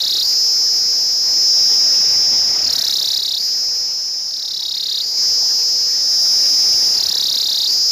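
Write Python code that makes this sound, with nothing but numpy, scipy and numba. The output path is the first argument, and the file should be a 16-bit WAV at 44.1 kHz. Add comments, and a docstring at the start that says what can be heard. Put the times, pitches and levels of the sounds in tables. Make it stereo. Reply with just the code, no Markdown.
"""A shrill, throbbing buzz, close on the left: a cicada on a woodland trunk, by a two-port microphone.
Its drums buckle some 500 times a second and each click rings the air sac near 5 kHz. The buzz speeds up
until the abdomen pumps 34 times a second: the ring drops in pitch, glides back up and fades before the
next stroke. Midway one stretch of the song dissolves into a later one. The trees echo it; under it lie
a faint hum, a treble fizz and a low rushing noise that swells as the buzz speeds up."""
import sys
import numpy as np
from scipy import signal
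from scipy.fft import rfft, irfft, next_fast_len
from scipy.io import wavfile
from scipy.ndimage import uniform_filter1d, minimum_filter1d
from numba import njit

SR = 44100
rng = np.random.default_rng(int(sys.argv[2]) if len(sys.argv) > 2 else 0)


def materialize(psi):
    """Save the field psi as 16-bit PCM at rate SR to the path in sys.argv[1].

    A 1-D psi becomes a single channel; in a 2-D psi each row is a channel.
    """
    bounded = np.clip(np.atleast_2d(psi).T, -1, 1)
    quanta = np.round(bounded * 32767).astype(np.int16)
    wavfile.write(sys.argv[1], SR, quanta)


N = 348831

EASY_PER_S, STRAINED_PER_S = 488, 510   # the buzz strains between these click rates
TIRED_PER_S, TIRE_S = 428, .17   # in a throb the drum slows towards this rate
SAC_HZ, SAC_SAG_HZ, STRAIN_LIFT_HZ = 5152, 220, 56   # the taut ring sags in a throb, tightens with strain
# the song close to the trunk: t/s, level/dB
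SONG_LEVEL = [(0.0, -9.5), (0.37, -7), (1.21, -9.5), (1.5, -6), (1.8, -7), (2.6, -9.5), (2.72, -5.5),
              (3.37, -9.5), (3.48, -7.5), (3.94, -10), (4.43, -10), (5.04, -11), (5.24, -7.5), (5.99, -9.5),
              (6.3, -7), (6.9, -6), (7.1, -6.5), (7.71, -8.5), (7.91, -7)]
# the buzzing drum, a curve for each stretch: t/s, click rate/Hz
BUZZ_RATE = [
    [(0.25, 455), (0.95, 472), (1.45, 496), (1.7, 522), (2.72, 594), (3.41, 472), (3.9, 490), (4.9, 530)],
    [(3.7, 545), (4.33, 585), (5.04, 466), (5.8, 483), (6.76, 543), (6.98, 582), (7.71, 473), (7.91, 476)],
]
# singing easy, strained, throbbing: muscle rate/Hz, second rib's level/dB, its delay/s, its pitch ratio,
# unevenness/dB, ring time constant/s, low rasp/dB
MANNERS = [(38, -13, .001, .985, .2, .00021, -45), (34.5, -10.5, .0007, .97, .7, .00022, -25),
           (34.3, -13, .0009, .98, .6, .00025, -40)]
def cicada(stretch, heard):
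    """Drums click and the sac rings: stereo song, hum, fizz power and the shares of easy, strained buzz."""
    (slack, low_hz), dip_db, (throb, since_s, through) = pumping_abdomen(stretch)
    buzz_per_s = in_time(BUZZ_RATE[stretch])[0]
    per_s = buzz_per_s + throb * (TIRED_PER_S - buzz_per_s) * (1 - np.exp(-since_s / TIRE_S))
    strain = np.clip((per_s - EASY_PER_S) / (STRAINED_PER_S - EASY_PER_S), 0, 1)
    easy, strained, throbbing = np.array(MANNERS)[:, :, None]
    manner = (easy + strain * (strained - easy)) * (1 - throb) + throb * throbbing
    taut_hz = SAC_HZ - SAC_SAG_HZ * through + STRAIN_LIFT_HZ * strain
    drop_hz = slack * (taut_hz - low_hz)
    loud_db = 1.6 * (in_time(SONG_LEVEL)[0] + 7)   # brightness grows faster than the song
    glint = throb * from_db(loud_db) * np.clip(.34 + 3.8 * slack * (1 - slack), 0, 1)   # peaks mid glide
    start = drum_clicks(per_s, muscle_per_s=manner[0])
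    start = start[heard[start.astype(int)] > 0]
    at = start.astype(int)
    song = air_sac(stretch, start, taut_hz[at], drop_hz[at], dip_db[at], throb[at], glint[at],
                   manner[1:, at])
    hum = heard * click_rate_hum(per_s, throb)
    fizz_power = (heard * fizz_gain(stretch, throb, strain, loud_db, dip_db)) ** 2
    effort = heard * (1 - throb) * np.array([1 - strain, strain])
    return at_ports(stretch, heard * song, through), hum, fizz_power, effort


FIRST_PULL, GAP_GROWTH_S = .56, .00005   # the first drum's share of a cycle; growth of each gap in a pull
def drum_clicks(per_s, muscle_per_s):
    """Two drums pull in turn; within a pull the ribs buckle ever more slowly. Click times in samples."""
    cycle = np.cumsum(muscle_per_s * (1 + .006 * drift(8.17))) / SR % 1
    since_s = np.where(cycle < FIRST_PULL, cycle, cycle - FIRST_PULL) / muscle_per_s
    slowing = GAP_GROWTH_S * per_s ** 2 * (since_s - uniform_filter1d(since_s, size=SR // 8))
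    count = np.cumsum(per_s / (1 + slowing)) / SR
    return np.interp(np.arange(1, count[-1]), count, np.arange(N))


CLICK_JITTER_S, RING_SPREAD_HZ, SLACK_DB_PER_KHZ = .000005, 10, 6   # a slack sac is louder
LOWEST_HZ = 3200   # little of the song sounds below this
# the body as it faces the microphone in each stretch: ring time factor, second rib/dB, upper ring/dB
BODY_FACING = [(1.016, 0, -42), (0.97, -1.5, -22)]
def air_sac(stretch, start, taut_hz, drop_hz, dip_db, throb, glint, manner):
    """Each click rings the air sac; a second rib pushes the ring again, in step with it."""
    rib_db, rib_s, rib_ratio, uneven_db, ring_s, rasp_db = manner
    ring_factor, facing_db, upper_db = BODY_FACING[stretch]
    jitter, uneven, detune, rib_chance, sparkle = rng.standard_normal((len(start), 5)).T
    start = start + CLICK_JITTER_S * SR * jitter
    size = from_db(dip_db + SLACK_DB_PER_KHZ * drop_hz / 1000 + uneven_db * uneven)
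    hz = taut_hz - drop_hz + RING_SPREAD_HZ * detune
    ring_s = ring_s * (1 + (ring_factor - 1) * (1 - throb))
    song = ring(start, size, hz, ring_s)
    rib_start = start + np.round(rib_s * hz) / hz * SR   # a whole number of cycles later
    rib_size = size * from_db(rib_db + facing_db * (1 - throb) + 1.1 * rib_chance)
    song += ring(rib_start, rib_size, hz * rib_ratio, 1.15 * ring_s)
    song += ring(start, size * from_db(rasp_db), hz * .82, tau_s=.0004)   # low rasp
    song += ring(start, size * (1 - throb) * from_db(upper_db), hz * 1.122, tau_s=.00021)
    song += body_rings(start, size, hz, dip_db, sparkle)
    song += overload_ticks(start, size * glint * from_db(2.5 * sparkle), hz)
    return filtered(song, LOWEST_HZ, "high", order=6)


SHELL_HZ, SHELL_DB, SHELL_S = 6830, -24, .00037   # a high ring that keeps its pitch
# other rings of the body: ratio to the main ring, level/dB, time constant/s
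SIDE_RINGS = [(0.84, -33, 0.00021), (1.25, -26, 0.00055), (3.1, -70, 0.000022)]
def body_rings(start, size, hz, dip_db, sparkle):
    """The body rings faintly at other pitches with each click."""
    rings = ring(start, from_db(SHELL_DB + .55 * dip_db + sparkle), SHELL_HZ, SHELL_S)
    for ratio, db, tau_s in SIDE_RINGS:
        rings += ring(start, size * from_db(db - .084 * dip_db), hz * ratio, tau_s)
    return rings


# overload at the close microphone: ratio to the main ring, level/dB, time constant/s
OVERLOAD_TICKS = [(3.15, -17, 0.000073), (2.35, -21, 0.000046)]
def overload_ticks(start, size, hz):
    """A bright overtone and ticks on loud strokes, as the microphone overloads."""
    return sum(ring(start, size * from_db(db), hz * ratio, tau_s) for ratio, db, tau_s in OVERLOAD_TICKS)


LEAD_STROKES, FULL_STROKES = 6, 27   # faint strokes lead into a throb
LEAD_DIP_DB, LEAD_DROP_HZ, LEAD_GROWS = 5, 157, 5.8   # their dip and pitch drop grow over so many strokes
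LATE_START_S, LATE_STROKES = .0097, 2.4   # the first full strokes come late and close together
SLACK_EARLY_HZ, SLACK_LATE_HZ = 3915, 3833   # the ring of the slack sac
GLIDE_FIRST_S, GLIDE_LAST_S, GLIDE_STROKES = .0052, .017, 10   # the glide back up lengthens
DIP_STROKES, DIP_EASES = 5.1, .56   # the dip deepens over so many strokes, then eases by this share
STROKE_SPREAD_DB, STROKE_SPREAD_HZ = 2.0, 50
CLOSING_HZ, CLOSING_GLIDE_S, CLOSING_DIP_DB = 4650, .017, 10   # a last shallow stroke
TIRE_AFTER_S, RECOVER_S = .08, .2
# throbs of each stretch: first stroke t/s, last full stroke t/s, dip/dB, strokes to sink in pitch
THROBS = [
    [(-0.555, 0.212, 20, 3.4), (2.605, 3.365, 31, 2.3)],
    [(4.246, 5.0, 26, 1.9), (6.911, 7.658, 28, 2.6)],
]
# the pumping dies out as a flutter: t/s after the closing stroke, dip/dB
FLUTTER = [(.027, 7.5), (.054, 0), (.081, 3), (.108, 3), (.135, 0), (.162, 1)]
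def pumping_abdomen(stretch):
    """Each stroke slackens the ring, lets it glide back and is parted from the last by a dip."""
    slack, dips = [], []
    course = []   # t/s, share of throb, time in it/s, share of the way through
    count = np.arange(-LEAD_STROKES, FULL_STROKES)
    k = np.maximum(count, 0)
    lead = np.exp(np.minimum(count, 0) / LEAD_GROWS)
    early = np.exp(-k / GLIDE_STROKES)
    grown = 1 - np.exp(-(k / DIP_STROKES) ** 2)
    glides = GLIDE_LAST_S + (GLIDE_FIRST_S - GLIDE_LAST_S) * early
    late_s = LATE_START_S * np.exp(-k / LATE_STROKES)
    for first, last, depth_db, sink in THROBS[stretch]:
        detune, uneven = rng.standard_normal((len(k), 2)).T
        times = first + count * (last - first) / (FULL_STROKES - 1) + late_s
        full_hz = SLACK_LATE_HZ + (SLACK_EARLY_HZ - SLACK_LATE_HZ) * early + STROKE_SPREAD_HZ * detune
        lows = full_hz + (SAC_HZ - LEAD_DROP_HZ * lead - full_hz) * np.exp(-(k / sink) ** 2)
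        full_db = depth_db * (1 - DIP_EASES * k / FULL_STROKES) + STROKE_SPREAD_DB * uneven
        depths = full_db * grown + LEAD_DIP_DB * lead * (1 - grown)
        end = last + .03
        closing = (end, CLOSING_HZ, CLOSING_GLIDE_S, CLOSING_DIP_DB)
        for s, low_hz, glide_s, dip_db in [*zip(times, lows, glides, depths), closing]:
            shape = [(-.0075, 0), (-.002, 1.06), (glide_s - .006, .85), (glide_s + .00091, 0),
                     (glide_s + .003, -.22), (glide_s + .0046, 0)]   # the glide overshoots
            slack += [(s + after_s, share, low_hz) for after_s, share in shape]
            span_s = max(glide_s, .009)
            quiet, wake = s + span_s - .019, s + 1.3 * abs(span_s - .013) - .0059
            dips += [(quiet - .013, 0), (quiet - .0065, -.22 * dip_db), (quiet, -dip_db),
                     (wake, -dip_db), (wake + .0034, -.3 * dip_db), (max(wake + .013, quiet + .022), 0)]
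        for after_s, dip_db in FLUTTER:
            dips += [(end + after_s - .012, 0), (end + after_s, -dip_db), (end + after_s + .0024, 0)]
        start = first + TIRE_AFTER_S
        course += [(start, 0, 0, 0), (start + .05, 1, .05, 0), (end, 1, end - start, 1),
                   (end + .05, 0, end - start, .7), (end + RECOVER_S, 0, 0, 0)]
    return in_time(sorted(slack)), in_time(sorted(dips))[0], in_time(course)


PAN_DB, THROB_PAN_DB = [5, 7.5], 3.5   # lean to the left in each stretch; more by the end of a throb
# inverted copies off housing and bark, for each stretch: delay/s, level/dB
PORT_SHADE = [
    [(.00007, -4), (.00048, -14)],
    [(.00007, -2.5), (.00078, -13)],
]
def at_ports(stretch, song, through):
    """The left port is nearer the insect; at the right one, reflections partly cancel the song."""
    lean = from_db((PAN_DB[stretch] + THROB_PAN_DB * through) / 2)
    left, right = song * lean, song / lean
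    for lag_s, db in PORT_SHADE[stretch]:
        right = right - from_db(db) * later(right, lag_s)
    return np.array([left, right])


HUM_DB, HUM_DB_PER_HZ, HUM_THROB_DB, HUM_OCTAVE_DB = -50.5, -.2, -55, -8
def click_rate_hum(per_s, throb):
    """A faint low hum at the click rate and its octave; it fades as the buzz speeds up."""
    buzz_db = HUM_DB + HUM_DB_PER_HZ * np.maximum(per_s - EASY_PER_S, 0)
    db = buzz_db * (1 - throb) + HUM_THROB_DB * throb + .5 * drift(14.0)
    phase = 2 * np.pi * np.cumsum(per_s) / SR
    return from_db(db) * np.sqrt(2) * (np.sin(phase) + from_db(HUM_OCTAVE_DB) * np.sin(2 * phase))


FIZZ_THROB_DB, FIZZ_LINGERS_S, FIZZ_STRAINED_DB = 8, .12, [1, 4.5]   # strain's lift in each stretch
def fizz_gain(stretch, throb, strain, loud_db, dip_db):
    """The fizz rises under strain and in a throb, lingers after it and dips with each stroke."""
    fall = np.arange(N) / SR / FIZZ_LINGERS_S
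    lingering = np.maximum(np.maximum.accumulate(throb + fall) - fall, 0)
    throb_db = (FIZZ_THROB_DB + .34 * loud_db) * lingering
    return from_db(throb_db + FIZZ_STRAINED_DB[stretch] * strain * (1 - throb) + .4 * dip_db)


FIZZ_DB, FIZZ_TOP_HZ, FIZZ_TOP_DB = -22.5, 15600, [7, 3.7]   # the top under strain, in each stretch
# treble fizz close to the insect: f/Hz, relative density/dB
FIZZ_SPECTRUM = [(4820, 23.5), (8200, -11), (10500, -3), (12900, 2), (14900, 4), (15500, 3)]
# bands that stand out when easy, when strained: low f/Hz, high f/Hz, level/dB
FIZZ_BANDS = [(11940, 14300, -4.5), (9640, 11550, 0)]
def treble_fizz(powers, efforts):
    """Hiss under the song, a little to the left; its colour shifts with the singer's effort."""
    fizz = banded_noise(FIZZ_SPECTRUM, flicker_db=.7)
    for (low, high, db), share in zip(FIZZ_BANDS, sum(efforts)):
        fizz += share * from_db(db) * filtered(fizz, [low, high], "band")
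    top = sum(strained * from_db(db) for (_, strained), db in zip(efforts, FIZZ_TOP_DB))
    fizz += top * filtered(fizz, FIZZ_TOP_HZ, "high")
    return fizz * np.sqrt(sum(powers)) * from_db(FIZZ_DB + np.array([[1.8], [-1.8]]))


# trees a few metres off: delay/s, level/dB
TREE_ECHOES = [(.011, -26), (.017, -25), (.026, -28), (.039, -27)]
def tree_echoes(song):
    """The trees throw the song back, left and right in turn."""
    echoes = np.zeros((2, N))
    for k, (lag_s, db) in enumerate(TREE_ECHOES):
        echoes[k % 2] += from_db(db) * later(song, lag_s)
    return echoes


# low rush at the microphone: f/Hz, relative density/dB
RUSH_SPECTRUM = [(15, -48), (25, -33), (75, -4.5), (189, -8), (430, -4), (475, -12), (547, -4), (884, -3.5),
                 (1080, -8), (1970, -4.5), (3000, -9), (3900, -5), (6600, -120)]
# its swells: t/s, level/dB
RUSH_LEVEL = [(0, -37.5), (1.2, -39), (1.6, -34.5), (2.7, -32), (3.1, -38), (4.3, -39), (6.1, -38.5),
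              (6.35, -34.5), (6.95, -32.5), (7.45, -36.5), (7.91, -39.5)]
def low_rush():
    """A low rushing noise that swells as the buzz speeds up."""
    gain = from_db(in_time(RUSH_LEVEL)[0] + np.array([[.7], [-.7]]))
    return gain * banded_noise(RUSH_SPECTRUM, flicker_db=2.5)


# how alike the two ports hear noise: f/Hz, correlation
PORT_LIKENESS = [(60, 0.92), (290, 0.74), (640, 0.15), (1400, -0.28), (3000, -0.1), (15000, 0.07)]
def banded_noise(spectrum, flicker_db):
    """Third-octave bands of stereo noise, each with its own level, flicker and likeness; rms 1."""
    out, white = 0, rng.standard_normal((2, 2, N))
    lowest, highest = spectrum[0][0], spectrum[-1][0]
    edges = lowest * 2 ** np.arange(0, np.log2(highest / lowest) + .3, 1 / 3)
    for k, (low, high) in enumerate(zip(edges, edges[1:])):
        mid, side = filtered(white[k % 2], [low, high], "band")
        hz = np.sqrt(low * high)
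        alike = at_hz(PORT_LIKENESS, hz)
        gain = from_db(at_hz(spectrum, hz) + flicker_db * drift(16.8))
        out = out + gain * (np.sqrt(1 + alike) * mid + np.sqrt(1 - alike) * side * [[1], [-1]])
    return rms_one(out)


def ring(starts, sizes, hz, tau_s):
    """One ring per click; pitch and time constant may be shared or given per click."""
    each = np.ones(len(starts))
    return sum_rings(starts, sizes, each * 2 * np.pi * hz / SR, each * tau_s * SR)


@njit
def sum_rings(starts, sizes, turns, taus):
    """Each ring swells as the cube of time, then dies away. Times in samples."""
    out = np.zeros(N)
    for k in range(len(starts)):
        first, tau = max(int(starts[k]) + 1, 0), taus[k]
        for i in range(first, min(first + int(15 * tau), N)):
            t = i - starts[k]
            out[i] += sizes[k] * (t / tau) ** 3 * np.exp(-t / tau) * np.sin(turns[k] * t)
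    return out


def from_db(db):
    """dB to gain."""
    return 10 ** (np.asarray(db) / 20)


def rms_one(x):
    """Scale to rms 1."""
    return x / np.sqrt(np.mean(x ** 2) + 1e-20)


def in_time(rows):
    """Columns of a curve table at every sample."""
    s, *columns = np.transpose(rows)
    return [np.interp(np.arange(N) / SR, s, c) for c in columns]


def at_hz(points, hz):
    """A spectrum table read on a log axis."""
    freqs, values = np.transpose(points)
    return np.interp(np.log(hz), np.log(freqs), values)


def filtered(x, hz, kind, order=2):
    """A filter with a flat passband."""
    return signal.sosfilt(signal.butter(order, hz, kind, fs=SR, output="sos"), x)


def later(x, lag_s, turn=0):
    """Delay by any fraction of a sample, with a constant turn of phase."""
    size = next_fast_len(N + SR)
    hz = np.arange(size // 2 + 1) * SR / size
    return irfft(rfft(x, size) * np.exp(-2j * np.pi * hz * lag_s - 1j * turn), size)[:N]


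def drift(hz):
    """A slow random wander of rms 1."""
    pole = np.exp(-80 * np.pi * hz / SR)
    slow = signal.lfilter([1], [1, -2 * pole, pole * pole], rng.standard_normal(N // 40 + 2002))[2000:]
    return np.interp(np.arange(N) / 40, np.arange(len(slow)), rms_one(slow))


DISSOLVE_FROM_S, DISSOLVE_TO_S = 3.8, 4.96
PORT_LAG_S, PORT_TURN_RAD, PORT_DB = .00014, .8, -5   # the right port: later, turned in phase, softer
QUIET_FROM_S, QUIET_TO_S, QUIET_DB = 3.19, 5.172, -3   # the whole level steps down and back
def scene():
    """The song at the two ports, with echoes off the trees, over hum, fizz and a low rush."""
    s = np.arange(N) / SR
    level = from_db(in_time(SONG_LEVEL)[0])
    second = np.interp(s, [DISSOLVE_FROM_S, DISSOLVE_TO_S], [0, 1])
    songs, hums, fizz_powers, efforts = zip(cicada(0, heard=1 - second), cicada(1, heard=second))
    left, right = level * sum(songs)
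    direct = np.array([left, later(right, PORT_LAG_S, PORT_TURN_RAD) * from_db(PORT_DB)])
    echoes = tree_echoes((left + right) / 2)
    rush = np.hypot(second, 1 - second) * low_rush()   # sinks a little in the dissolve
    fizz = level * treble_fizz(fizz_powers, efforts)
    quiet = (s > QUIET_FROM_S) & (s < QUIET_TO_S)
    return (direct + echoes + sum(hums) + rush + fizz) * from_db(QUIET_DB * quiet)


LIMIT, LIMIT_HOLD_S = .92, .004
CUBE_DB, CEILING, CUTOFF_HZ = -23, .8, 15480   # the microphone's bend, largest swing and treble limit
def record(dry):
    """A fast limiter holds the peaks; the microphone bends and rounds large swings; the top is cut."""
    hold = int(LIMIT_HOLD_S * SR)
    gain = minimum_filter1d(LIMIT / np.maximum(np.abs(dry).max(axis=0), LIMIT), size=hold)
    held = dry * uniform_filter1d(gain, size=hold // 2)
    bent = held - from_db(CUBE_DB) * held ** 3   # adds a third harmonic
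    rounded = bent / (1 + (bent / CEILING) ** 8) ** (1 / 8)
    return signal.sosfilt(signal.ellip(12, .5, 90, CUTOFF_HZ, fs=SR, output="sos"), rounded)


dry = scene()
out = record(dry)
materialize(out)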